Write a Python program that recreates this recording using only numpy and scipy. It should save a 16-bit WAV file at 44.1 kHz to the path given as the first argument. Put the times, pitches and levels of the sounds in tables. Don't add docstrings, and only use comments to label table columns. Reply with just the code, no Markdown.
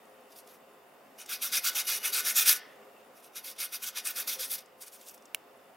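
import sys
import numpy as np
from scipy import signal
from scipy.io import wavfile

SR = 44100
rng = np.random.default_rng(int(sys.argv[2]) if len(sys.argv) > 2 else 0)


def how_loud(loudness_db):
    steps = np.asarray(loudness_db, float) / 20
    return 10 ** steps


def to_wav(s):
    ch = np.atleast_2d(s).T
    pcm = np.round(np.clip(ch, -1, 1) * 32767)
    wavfile.write(sys.argv[1], SR, pcm.astype(np.int16))


N = 254016

# grip_s, top_level_db, time_at_speed_s, board_weight_db
REACH_STROKES = [
    (0.304, -57, 0.038, -12.5),
    (0.36, -48, 0.044, -23.5),
    (0.469, -61.5, 0.099, -6),
]
HARD_STROKES = [(1.187, -50.5, 0.049, 6.5), (1.293, -33, 0.066, -8.5), (1.42, -33, 0.06, -6.5),
                (1.528, -27, 0.059, -7), (1.643, -25.5, 0.057, -9.5), (1.755, -27, 0.063, -5.5),
                (1.874, -31.5, 0.1, -2.5), (2.036, -30, 0.055, -3), (2.131, -25, 0.077, -9.5),
                (2.251, -27.5, 0.064, -3.5), (2.356, -22.5, 0.072, -11), (2.46, -18.5, 0.065, -14),
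                (2.558, -41, 0.0093, -7)]
SOFT_STROKES = [(3.157, -60.0, 0.049, -2), (3.23, -56, 0.049, -6), (3.357, -41, 0.033, -0.5),
                (3.444, -41.5, 0.076, -11.5), (3.589, -36.5, 0.075, -2.5), (3.726, -36.5, 0.043, -5.5),
                (3.827, -35.5, 0.065, -4), (3.96, -37, 0.039, 3.5), (4.053, -33.5, 0.059, -8),
                (4.164, -33.5, 0.063, -7), (4.276, -31, 0.074, -11), (4.394, -32, 0.063, -16),
                (4.503, -32, 0.051, -21), (4.581, -46.5, 0.015, -6.5)]
DUSTING_STROKES = [(4.811, -44.5, 0.027, -15), (4.862, -55, 0.034, -8), (4.921, -48.5, 0.042, -19),
                   (4.986, -58, 0.097, -13), (5.064, -50.5, 0.051, -19), (5.138, -63.5, 0.026, -12)]
BOUT_SPARKLE = [1.7, 0.13, 1.2, 3.5]
# pitch_hz, density_db_per_hz
GRIT_COLOUR = [(350, -37), (600, -23.5), (1030, -13.5), (1450, -7), (1610, 12), (1780, -2.5), (1980, -5),
               (2500, -1), (3160, -4.5), (4650, 0), (7830, -4.5), (12000, 1), (14700, -4), (16000, 2)]
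# pitch_hz, width_hz, level_db
BOARD_MODES = [(784, 23, -26.5), (1481, 13, 8), (1824, 43, 6.5), (2183, 59, -5), (2472, 40.5, 2.5),
               (2916, 69, 6.5), (3550, 13, -21.5), (3740, 90, 1), (4634, 61, -10), (4870, 37, -40),
               (5680, 74.6, -3), (5920, 150, 2.5), (6300, 165, -22.5), (7200, 210, -27)]
# start_s, peak_db, dullness_db
CRUMBS = [(0.0538, -47.5, -21), (0.3657, -36.5, -18), (0.474, -41, -8), (1.215, -38.5, 0),
          (1.261, -28, -17), (2.065, -23, -16), (3.199, -45, -16), (4.659, -39, -21), (4.815, -35, -22),
          (4.824, -26.5, -31), (4.88, -30.5, -16), (4.923, -39, -24), (5.013, -40, -5), (5.086, -25, -28.5),
          (5.0944, -24.5, -26.5), (5.141, -35.5, -18), (5.145, -34.5, -27), (5.1779, -38, -19.5),
          (5.223, -40, -18), (5.2548, -32.5, -25)]
# start_s, peak_db
STICK_TAP = [
    (5.3464, -18.5),
]
# pitch_hz, level_db, t60_s
STICK_MODES = [(477, -35, 0.022), (876, -30, 0.018), (1920, -39, 0.011), (2210, -12, 0.024),
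               (2860, 6.5, 0.0064), (4400, -25, 0.016), (8770, 2, 0.0037), (10800, 3.5, 0.0047),
               (12800, -4, 0.0043)]
# pitch_hz, t60_s
ROOM_DECAY = [(500, 0.51), (1500, 0.86), (4000, 0.43), (9000, 0.11), (15000, 0.16)]
# pitch_hz, density_db_per_hz
AIR_COLOUR = [(15, -60), (25, -25.5), (82, -33), (108, -21), (212, -11.5), (363, -5), (394, -3),
              (516, -0.5), (887, -4.5), (1020, -5.5), (1520, -9.5), (2760, -16.5), (4030, -23),
              (9570, -26.5), (16000, -23)]
# time_s, level_db
AIR_LOUDNESS = [(0.0, -58), (0.85, -60.5), (2.12, -55.5), (3.79, -62), (4.27, -57), (4.7, -61), (5.76, -60)]
# pitch_hz, likeness
AIR_LIKENESS = [(60, 0.83), (180, 0.72), (550, 0.66), (1650, 0.42), (4970, 0.35), (15000, 1)]
# pitch_hz, width_hz, level_db
ROOM_HUM = [(222.6, 13.4, -4.5), (255, 20.6, -6.5), (417.7, 2.8, 5), (469, 7.77, -12), (517.3, 16, 5.5),
            (566, 7.2, -5), (636, 9.56, -17), (654.4, 6.5, -3), (699, 3.3, 2), (754, 2.9, -15),
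            (821, 11, -9), (1045, 5.9, -2.5), (1190, 4.1, -10.5)]
# pitch_hz, width_hz, level_db
ROOM_WHINE = [(2680, 200, -19), (3470, 110, -16.5), (5120, 130, -25), (6460, 57, -24), (9750, 90, -16)]

CREEP_S, GRIP_S, GATHER_S, EASE_S, SLOW_S, REST_S = 0.026, 0.011, 0.015, 0.013, 0.023, 0.049
CREEP_DB, SLIP_DB, GRIP_DB, SAG_DB = -29, -18, -3.5, -1.5
EASE_DB, SLOW_DB, REST_DB = -5.5, -21, -33.5
SLOWING_DULLS = 0.16
CRACKLE_DB, CRACKLE_PER_SPARKLE = -13.5, 1.9
RING_DB, SPOT_SPREAD_DB = -4, 2.5


def scrub():
    loud, which = hand()
    rows = strokes()
    top_db, _, board_db, sparkle_db = rows[which, 1:].T
    count = which.max() + 1
    loose_gain = how_loud(CRACKLE_DB + CRACKLE_PER_SPARKLE * sparkle_db)
    loose = loose_gain * contacts(per_s=550, spread_db=4.5, clump_db=4.5)
    grit = [loud * (contacts(per_s=15000, spread_db=2.0, clump_db=1.43) + loose) for _ in range(2)]

    sparkle_db = sparkle_db + SLOWING_DULLS * (20 * np.log10(loud + 1e-6) - top_db)
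    shade_db = 1.5 * rng.standard_normal((count, 15))
    hiss = 0
    for k, (hz, sos) in enumerate(bands(516.0, count=15)):
        low = at_hz([(2000, 0.59), (3500, 0.16)], hz)
        high = at_hz([(5000, 0), (9000, 1.0)], hz)
        colour_db = at_hz(GRIT_COLOUR, hz) + low * (board_db + 9.5) + high * (sparkle_db + 0.5)
        colour_db = colour_db + shade_db[which, k] + 2.23 * drift(19)
        hiss = hiss + signal.sosfilt(sos, grit[k % 2] * how_loud(colour_db))

    spot_db = SPOT_SPREAD_DB * rng.standard_normal((count, len(BOARD_MODES)))
    ring = 0
    for k, (hz, width, level_db) in enumerate(BOARD_MODES):
        drive_db = level_db + spot_db[which, k] + 0.6 * (board_db + 14)
        ring = ring + resonance(grit[k % 2] * how_loud(drive_db), hz, width) * (-1) ** k
    return how_loud(1.5) * hiss + how_loud(RING_DB) * ring


def hand():
    loud, which, t = np.zeros(N), np.zeros(N, int), np.arange(N) / SR
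    shape_db = [CREEP_DB, SLIP_DB, GRIP_DB, 0, SAG_DB, EASE_DB, SLOW_DB, REST_DB]
    for k, (grip_s, top_db, length, _, _) in enumerate(strokes()):
        gather, ease = min(GATHER_S, length / 3), min(EASE_S, length / 3)
        steady = length - gather - ease
        steps = [-CREEP_S - GRIP_S, CREEP_S, GRIP_S, gather, steady, ease, SLOW_S, REST_S]
        times = grip_s + np.cumsum(steps)
        i, j = (times[[0, -1]] * SR).astype(int)
        loud[i:j] += how_loud(top_db + np.interp(t[i:j], times, shape_db))
        which[i + (j - i) // 20:] = k
    return loud, which


def strokes():
    bouts = [REACH_STROKES, HARD_STROKES, SOFT_STROKES, DUSTING_STROKES]
    return np.array([(*row, sparkle_db) for bout, sparkle_db in zip(bouts, BOUT_SPARKLE) for row in bout])


def contacts(per_s, spread_db, clump_db):
    hardness = np.minimum(rng.exponential(1, N), 5)
    sizes = how_loud(spread_db * hardness) * rng.choice([-1, 1], N)
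    catches = rng.random(N) < per_s / SR
    clumps = how_loud(clump_db * (drift(104) + 0.99 * drift(19.0)))
    return rms_one(sizes * catches * clumps)


def ticks():
    out, t = np.zeros(N), np.arange(600) / SR
    bright = signal.butter(2, [4850, 9400], "band", fs=SR, output="sos")
    dull = signal.butter(2, [1500, 16000], "band", fs=SR, output="sos")
    for start_s, peak_db, dull_db in CRUMBS:
        burst = rng.standard_normal(600) * how_loud(-60 * t / 0.023)
        tick = signal.sosfilt(bright, burst) + how_loud(dull_db + 9.5) * signal.sosfilt(dull, burst)
        i = round(start_s * SR)
        out[i:i + 600] += how_loud(peak_db - 11.5) * tick
    return out


def tap():
    t, out = np.arange(2200) / SR, np.zeros(N)
    knock = 0
    for k, (hz, level_db, t60) in enumerate(STICK_MODES):
        knock = knock + how_loud(level_db - 60 * t / t60) * np.sin(2 * np.pi * hz * t) * (-1) ** k
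    crack_band = signal.butter(2, 3500, "high", fs=SR, output="sos")
    crack = signal.sosfilt(crack_band, rng.standard_normal(len(t)))
    knock = knock + crack * (how_loud(1.0 - 60 * t / 0.0029) + how_loud(-15 - 60 * t / 0.031))
    start_s, peak_db = STICK_TAP[0]
    for late_s, rebound_db in [(0.0001, -17), (0.0006, -4), (0.0021, -46)]:
        i = round((start_s + late_s) * SR)
        out[i:i + len(t)] += how_loud(peak_db + rebound_db) * knock
    return signal.sosfilt(signal.butter(2, 420, "high", fs=SR, output="sos"), out)


def nearby(x, echo_db, side_db):
    t = np.arange(1, 500) / SR
    mid, side = rng.standard_normal((2, len(t))) * how_loud(-60 * t / 0.022)
    scatter = how_loud(echo_db) * mid + how_loud(side_db) * side * [[1], [-1]]
    return x + signal.fftconvolve(x[None], scatter, axes=1)[:, :N]


def room(x, side_db):
    t = np.arange(SR // 2) / SR
    noise = rng.standard_normal((2, len(t))) * np.minimum(t / 0.005, 1)
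    mid, side = sum(signal.sosfilt(sos, noise) * how_loud(-60 * t / at_hz(ROOM_DECAY, hz))
                    for hz, sos in bands(423, count=16)[::2])
    tail = (mid + how_loud(side_db) * side * [[1], [-1]]) / np.sqrt(np.sum(mid ** 2))
    return signal.fftconvolve(x[None], tail, axes=1)[:, :N]


def air():
    out, together, white = 0, drift(0.7), rng.standard_normal((2, 2, N))
    for k, (hz, sos) in enumerate(bands(24.14, count=29)):
        mid, side = signal.sosfilt(sos, white[k % 2])
        alike = np.clip(at_hz(AIR_LIKENESS, hz), 0, 1)
        gain = how_loud(at_hz(AIR_COLOUR, hz) + 0.5 * together + 0.4 * drift(12))
        out = out + gain * (np.sqrt(1 + alike) * mid + np.sqrt(1 - alike) * side * [[1], [-1]])
    source = white[0, 0] + how_loud(-25) * white[1, 1] * [[1], [-1]]
    for hz, width, level_db in ROOM_HUM + ROOM_WHINE:
        out = out + how_loud(level_db + 3.5 + 2.7 * drift(7.3)) * resonance(source, hz, width)
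    time_s, level_db = np.transpose(AIR_LOUDNESS)
    return how_loud(np.interp(np.arange(N) / SR, time_s, level_db) + 3.0) * rms_one(out)


def rms_one(x):
    return x / np.sqrt(np.mean(x ** 2) + 1e-20)


def at_hz(points, hz):
    points_hz, values = np.transpose(points)
    return np.interp(np.log(hz), np.log(points_hz), values)


def drift(rate):
    r = np.exp(-16 * np.pi * rate / SR)
    noise = rng.standard_normal(N // 8 + 8002)
    slow = signal.lfilter([1], [1, -2 * r, r * r], noise)[8000:]
    return np.interp(np.arange(N) / 8, np.arange(len(slow)), rms_one(slow))


def resonance(x, hz, width):
    r = np.exp(-np.pi * width / SR)
    feedback = [1, -2 * r * np.cos(2 * np.pi * hz / SR), r * r]
    return signal.lfilter([(1 - r * r) / 2, 0, (r * r - 1) / 2], feedback, x + 1e-18)


def bands(low_hz, count):
    edges = low_hz * 2 ** (np.arange(count + 1) / 3)
    return [(np.sqrt(a * b), signal.butter(2, [a, b], "band", fs=SR, output="sos"))
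            for a, b in zip(edges, edges[1:])]


def scene():
    rubbing, touch = scrub() + ticks(), tap()
    close = nearby(rubbing, echo_db=-27.5, side_db=-39.5)
    close = close + touch * how_loud([[-1.7], [1.7]])
    tail = room(rubbing + how_loud(-17) * touch, side_db=-13.5)
    return close + how_loud(-19.5) * tail + air()


def band_limit(x):
    return signal.sosfilt(signal.butter(12, 16840, fs=SR, output="sos"), x)


def record(dry):
    top_cut = signal.ellip(9, 0.5, 40, 15850, fs=SR, output="sos")
    mix = signal.sosfilt(top_cut, dry)
    return band_limit(mix)


dry = scene()
out = record(dry)
to_wav(out)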